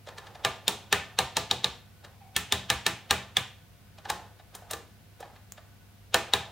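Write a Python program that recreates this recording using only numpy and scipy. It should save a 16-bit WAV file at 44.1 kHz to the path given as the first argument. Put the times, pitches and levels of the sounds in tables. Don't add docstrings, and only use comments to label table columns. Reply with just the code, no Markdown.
import sys
import numpy as np
from scipy import signal
from scipy.fft import rfft, irfft, next_fast_len
from scipy.io import wavfile
from scipy.ndimage import uniform_filter1d

SR = 44100
rng = np.random.default_rng(int(sys.argv[2]) if len(sys.argv) > 2 else 0)


def unload_wav(signal):
    wavfile.write(
        sys.argv[1],
        SR,
        np.round(np.clip(np.atleast_2d(signal).T, -1, 1) * 32767).astype(np.int16),
    )


N = 287091

# (frequency [Hz], RMS level [dB])
HUM = [(100, -58.5), (200, -74.5), (500, -80.5), (700, -76)]
# (frequency [Hz], noise density [dB per Hz])
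STILL_AIR = [(22, -106), (50, -81.5), (80, -77.5), (125, -81.5), (210, -85), (310, -95), (700, -98),
             (1400, -101), (2600, -102.5), (4000, -105), (7500, -111), (15000, -109.5)]
# (start [s], end [s], level [dB])
RUBS = [(0.063, 0.434, -55.5), (.45, 1.7, -61), (2.02, 2.054, -62.5), (2.33, 3.4, -62.5),
        (4.035, 4.22, -54), (4.516, 4.74, -61.5), (5.188, 5.24, -52.5), (6.117, 6.497, -54)]
# (frequency [Hz], gain [dB])
SKIN = [(150, -20.5), (420, -7), (780, 1), (1100, -7), (1800, -13), (2400, -21), (4000, -19.5), (9000, -35),
        (15000, -39.5)]
# (nominal delay [s], gain [ratio])
ECHOES = [(.0023, .25), (.0052, .17), (0.0125, .1), (0.0163, 0.077)]
# (frequency [Hz], t60 [s])
ROOM_T60 = [(100, 0.32), (400, 0.38), (1000, 0.36), (3500, 0.4249), (7000, 0.36), (13000, 0.21)]
# (frequency [Hz], echo level [dB])
ROOM_LEVEL = [(70, 7), (200, 5.5), (400, 2.5), (1000, -1), (2500, -3.5), (3700, -8), (5000, -8), (9000, -9),
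              (13000, -7)]
# (time [s], force [dB], nominal thud pitch [Hz], thud gain [dB], top gain [dB])
BUMPS = [ (0.07, -24, 600, 11.5, -10), (.086, -20.5, 487, 4, -7), (0.1815, -17, 595, -5, -5.5),
         (0.2681, -24, 603, -16, -11), (0.351, -25.5, 753, 9, -10), (2.046, -23, 602, -2.5, -8),
         (3.9829, -26.5, 642, 2, -9), (4.053, -20.5, 800, 8, -17), (4.1002, -3, 810, 6, 1.5),
         (4.395, -33, 760, 10, -13), (4.5497, -19, 770, -2.5, 10), (4.6184, -38.5, 720, 18, -7),
         (4.7099, -11.5, 700, -2, 11), (4.7332, -10, 476, 3, 2), (5.203, -26.5, 560, 14.5, 6.5),
         (5.2255, -27, 780, 14, -20), (5.359, -32.5, 787, -6, -19), (5.5774, -27.5, 687, 8.5, -18)]
# (frequency [Hz], gain [dB])
FINGER_PAD = [(200, -2.5), (600, -1), (1850, 1.5), (2300, -5), (4000, -3.5), (12000, -3)]
# (frequency [Hz], gain [dB])
SNAP = [(30, -23.5), (80, 2), (200, 4), (290, 0), (450, 5), (1000, 8.5), (1700, 7), (2100, 8), (2600, 10.5),
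        (3700, 12), (4800, 6.5), (7000, 5.5), (9300, 2.5), (10800, -5), (15500, -5)]
# (nominal frequency [Hz], relative level [dB], t60 [s])
CASE_MODES = [(77, -45.5, .25), (123, -46, 0.41), (191, -42.5, 0.16), (364, -41, 0.068), (410.3, -32.5, .1),
              (490, -34, 0.098), (668.7, -28.5, 0.089), (790, -29, .09), (886, -29.5, .06),
              (1040, -32.5, 0.13), (1198, -29.5, 0.087), (1353, -37, .06), (1466, -36.5, .07),
              (1626, -32, 0.087), (1765, -23, .055), (2316, -34.5, .04), (2430, -33, .06),
              (2520, -33.5, .04), (2770, -34, .06), (3108, -30, .035), (3760, -28, 0.069),
              (3880, -35, 0.077)]
# bass, low, middle, neutral, top ([Hz] each)
COLOUR_HZ = [180, 600, 1800, 4500, 11000]
# (time [s], force [dB], spring pitch [Hz], spring ring gain [dB],
# thud gain [dB], panel clack gain [dB], top gain [dB])
DETENTS = [ (.4486, -2, 3850, -6.5, 3.5, 2, -2.5), (.6798, -0.5, 3600, -1.5, 2, -4.5, 3.5),
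           (.9261, 1.5, 2470, -6.5, -2, 5, -0.5), (1.188, 0, 3980, -3, 1, 0, -.5),
           (1.368, 1, 4110, -7, -1, -5, -2.5), (1.5115, -0.5, 3780, 0.5, -2, -7.5, -6),
           (1.6433, -2, 3850, 0.5, -2, -5, -6), (2.3639, -2.5, 3300, -4, -6.5, 1.5, 6),
           (2.5227, 0.5, 3560, -1, -4, -2, 0), (2.7011, 1, 3950, -8.5, -3.5, 1, 0),
           (2.8647, 0, 4030, -13, -4, 2, 1), (3.1083, 1, 3990, -8, .5, 3, 2),
           (3.3685, -3, 3490, 2.5, -5.5, 2.5, 1), (6.1434, 2, 3790, -11, 5, 2.5, 1.5),
           (6.3357, -0.5, 3785, 1, 1, 1.5, -0.5)]
# (start [s], end [s])
TURN_BACK_S = (2.3, 3.5)
# (pitch [Hz], level [dB], decay time constant [s])
TICK = (7200, -21, 0.00046)

T = np.arange(SR // 6) / SR
HZ = np.fft.rfftfreq(len(T), 1 / SR)
CLICK = signal.unit_impulse(len(T))


def amp(db):
    return 10 ** (np.asarray(db) / 20)


def read(points, hz):
    f, value = np.transpose(points)
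    return np.interp(np.log(hz + 1), np.log(f), value)


def unit(x):
    return x / np.linalg.norm(x, axis=-1, keepdims=True)


def add(mix, s, sound):
    part = mix[..., round(s * SR):][..., :sound.shape[-1]]
    part += sound[..., :part.shape[-1]]


def colour(x, points):
    size = 4096
    log_gain = np.log(amp(read(points, abs(np.fft.fftfreq(size, 1 / SR)))))
    spectrum = np.exp(np.conj(signal.hilbert(log_gain)))
    taps = np.fft.ifft(spectrum).real[:size // 2]
    return signal.fftconvolve(x, taps)[:len(x)]


def mains_hum():
    t = np.arange(N) / SR
    return sum(amp(db) * np.sqrt(2) * np.sin(2 * np.pi * (hz * t + rng.random())) for hz, db in HUM)


def still_air():
    hz = np.fft.rfftfreq(next_fast_len(N + N % 2, real=True), 1 / SR)
    noise = rfft(rng.standard_normal((2, 2 * len(hz) - 2)))
    mid, side = noise * amp(read(STILL_AIR, hz)) * np.sqrt(SR / 2)
    side *= amp(read([(100, -6.5), (1000, -4), (6000, -1)], hz))
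    return irfft(np.array([mid + side, mid - side]))[:, :N]


def whine(hz=1490, pole_width_hz=30, level_db=-76, waver_db=5, waver_s=.09):
    t = np.arange(N) / SR
    radius = np.exp(-np.pi * pole_width_hz / SR)
    pole = radius * np.exp(2j * np.pi * hz / SR)
    tone = signal.lfilter([1], np.poly([pole, pole]), rng.standard_normal(N)).real
    knots = np.arange(0, t[-1], waver_s)
    waver = np.interp(t, knots, rng.standard_normal(len(knots)))
    return tone / tone.std() * amp(level_db + waver_db * waver)


def rubbing(grain_db=3, grain_s=.012, attack_s=0.015, release_s=0.076):
    t = np.arange(N) / SR
    strokes = np.zeros(N)
    for start, end, db in RUBS:
        onset = np.clip((t - start) / attack_s, 0, 1)
        release = np.exp(-np.maximum(t - end, 0) / release_s)
        strokes += amp(db) * onset * release
    drag = colour(rng.standard_normal(N), SKIN)
    knots = np.arange(0, t[-1], grain_s)
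    slips_db = grain_db * np.interp(t, knots, rng.standard_normal(len(knots)))
    return drag / drag.std() * strokes * amp(slips_db)


def near(x, side_db=-16, side_top_db=-5):
    mid = CLICK.copy()
    for delay, gain in ECHOES:
        mid[int(delay * rng.uniform(.93, 1.07) * SR)] += gain
    scatter = unit(rng.standard_normal(len(T)) * T * np.exp(-T / 0.00026))
    side = colour(scatter, [(800, -17), (3500, side_db), (12000, side_top_db)])
    return signal.fftconvolve(x[None], np.array([mid + side, mid - side]), axes=1)[:, :N]


def room(x, build_s=0.0056, width=0.11, top_width=.55):
    hz, t, z = signal.stft(rng.standard_normal((2, SR // 2)), SR, nperseg=256)
    t60 = read(ROOM_T60, hz)[:, None]
    tail = signal.istft(z * amp(-60 * t / t60) / np.sqrt(t60), SR, nperseg=256)[1]
    build = 1 - np.exp(-(np.arange(tail.shape[1]) / SR / build_s) ** 2)
    mid, side = (colour(v, ROOM_LEVEL) for v in unit(tail * build))
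    side = colour(side, [(500, 20 * np.log10(width)), (7000, 20 * np.log10(top_width))])
    return signal.fftconvolve(x[None], np.array([mid + side, mid - side]), axes=1)[:, :N]


def lead_in(level_db, top_db, length_s=.03, swell_s=.0055):
    t = T[T < length_s]
    noise = unit(np.exp(t / swell_s) * rng.standard_normal(len(t)))
    return amp(level_db) * colour(colour(noise, SNAP), [(3800, 0.002), (10000, top_db)])


def snap(contact_s, rise_s, chatter=.12, chatter_s=0.0044):
    decay = np.exp(-T / contact_s) + chatter * np.exp(-T / chatter_s)
    burst = unit((1 - np.exp(-T / rise_s)) * decay * rng.standard_normal(len(T)))
    power = uniform_filter1d(abs(rfft(burst)) ** 2, size=300)
    outline_db = read(SNAP, HZ) - 10 * np.log10(power + 1e-9)
    return colour(burst, np.c_[HZ + 1, outline_db])


def knock(hz, level_db, delay_s=0.00396, decay_s=.0013):
    u = np.maximum(T - delay_s * rng.uniform(0.842, 1.135), 0)
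    swell_and_die = u / decay_s * np.exp(-u / decay_s)
    return amp(level_db) * swell_and_die * np.sin(2 * np.pi * hz * rng.uniform(.92, 1.06) * u)


def case(scatter_db=2.5, detune=0.0062, slowest_build_s=.009, lag_hz=1000):
    hz, db, t60 = np.transpose(CASE_MODES)[:, :, None]
    size, shift, phase = rng.standard_normal((3, len(CASE_MODES), 1))
    swell = np.minimum(T * (1 + hz / lag_hz) / slowest_build_s, 1)
    wave = np.sin((2 * np.pi * (hz * (1 + detune * shift) * T + phase)).astype("float32"))
    decay = np.exp(-np.log(1000) * T / t60)
    return (amp(db + scatter_db * size) * decay * swell * wave).sum(0)


def blow(sound, force_db, bass_db, low_db, middle_db, top_db):
    gains_db = [bass_db, low_db, middle_db, 0, top_db]
    return amp(force_db) * colour(sound, list(zip(COLOUR_HZ, gains_db)))


def fingers(case_db=-2, body_wet_db=-4, full_contact_s=.0017, contact_law=0.32, tick_s=5.5218):
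    direct, spread = np.zeros((2, N))
    for s, force_db, hz, thud_db, top_db in BUMPS:
        contact_s = full_contact_s * amp(force_db) ** -contact_law
        clack_db = -2 - .3 * top_db
        tone = 0, 0, clack_db, top_db
        thud = amp(thud_db) * knock(hz, level_db=-14.0, delay_s=0.00334, decay_s=0.002)
        body = thud + amp(case_db) * case()
        lead = amp(force_db) * lead_in(level_db=-6.0, top_db=-8)
        add(direct, s - len(lead) / SR, lead)
        add(direct, s, blow(snap(contact_s, rise_s=contact_s / 2) + body, force_db, *tone))
        add(spread, s, blow(colour(CLICK, SNAP) + amp(body_wet_db) * body, force_db, *tone))
    thin_tick = tick()
    add(direct, tick_s, thin_tick)
    add(spread, tick_s, 0.46 * thin_tick)
    return near(colour(direct, FINGER_PAD)) + room(colour(spread, FINGER_PAD))


def spring(hz, decay_s=.00095, level_db=-1.0):
    swell_and_die = T / decay_s * np.exp(-T / decay_s)
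    return amp(level_db) * swell_and_die * np.sin(2 * np.pi * (hz * T + rng.random()))


def switch(case_db=-1, body_wet_db=-6, spring_hump_db=5, patterns=3):
    direct, spread = np.zeros((2, patterns, N))
    for k, (s, force_db, hz, ring_db, thud_db, clack_db, top_db) in enumerate(DETENTS):
        bass_db = 2.5 if TURN_BACK_S[0] < s < TURN_BACK_S[1] else 0
        tone = bass_db, thud_db, clack_db, top_db
        pattern = k % patterns
        lead = amp(force_db) * lead_in(level_db=-13.0, top_db=-15.0)
        add(direct[pattern], s - len(lead) / SR, lead)
        body = knock(hz=875, level_db=-15.0) + amp(case_db) * case()
        crack = snap(contact_s=0.0014, rise_s=0.00052, chatter=0.36, chatter_s=.004)
        ring = amp(ring_db) * spring(hz)
        add(direct[pattern], s, blow(crack + body + ring, force_db, *tone))
        hump = [(0.77 * hz, 0), (hz, spring_hump_db + ring_db / 2), (1.2 * hz, 0)]
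        radiated = colour(colour(CLICK, SNAP), hump) + amp(body_wet_db) * body
        add(spread[pattern], s, blow(radiated, force_db, *tone))
    return sum(near(a) + room(b) for a, b in zip(direct, spread))


def squeak(start_s=2.203, length_s=.135, start_hz=800, start_db=-51.5, jitter=0.053,
           overtone_db=-14, stutter_db=3, sag_hz_per_s=380, fade_db_per_s=88, edge_s=0.012):
    t = np.arange(0, length_s, 1 / SR)
    pitch_noise, grip_noise = rng.standard_normal((2, N))
    wobble = uniform_filter1d(pitch_noise, size=150)[:len(t)]
    grip = uniform_filter1d(grip_noise, size=700)[:len(t)]
    pitch_hz = (start_hz - sag_hz_per_s * t) * (1 + jitter * wobble / wobble.std())
    phase = 2 * np.pi * np.cumsum(pitch_hz) / SR
    edges = np.minimum(np.minimum(t, length_s - t) / edge_s, 1)
    level = edges * amp(start_db - fade_db_per_s * t + stutter_db * grip / grip.std())
    out = np.zeros(N)
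    add(out, start_s, level * (np.sin(phase) + amp(overtone_db) * np.sin(3 * phase)))
    return out


def tick():
    hz, db, decay_s = TICK
    bright_noise = np.diff(rng.standard_normal(len(T) + 1))
    return amp(db) * np.exp(-T / decay_s) * (np.sin(2 * np.pi * hz * T) + 0.36 * bright_noise)


def scene(right_db=0.15):
    friction = rubbing() + squeak()
    hand = switch() + fingers() + near(friction) + 0.46 * room(friction)
    balance = amp([[-right_db / 2], [right_db / 2]])
    return hand * balance + still_air() + mains_hum() + whine()


def record(dry, edge_hz=15900):
    taps = signal.firwin(511, edge_hz, window=("kaiser", 9), fs=SR)
    return signal.oaconvolve(dry, taps[None], "same")


dry = scene()
out = record(dry)
unload_wav(out)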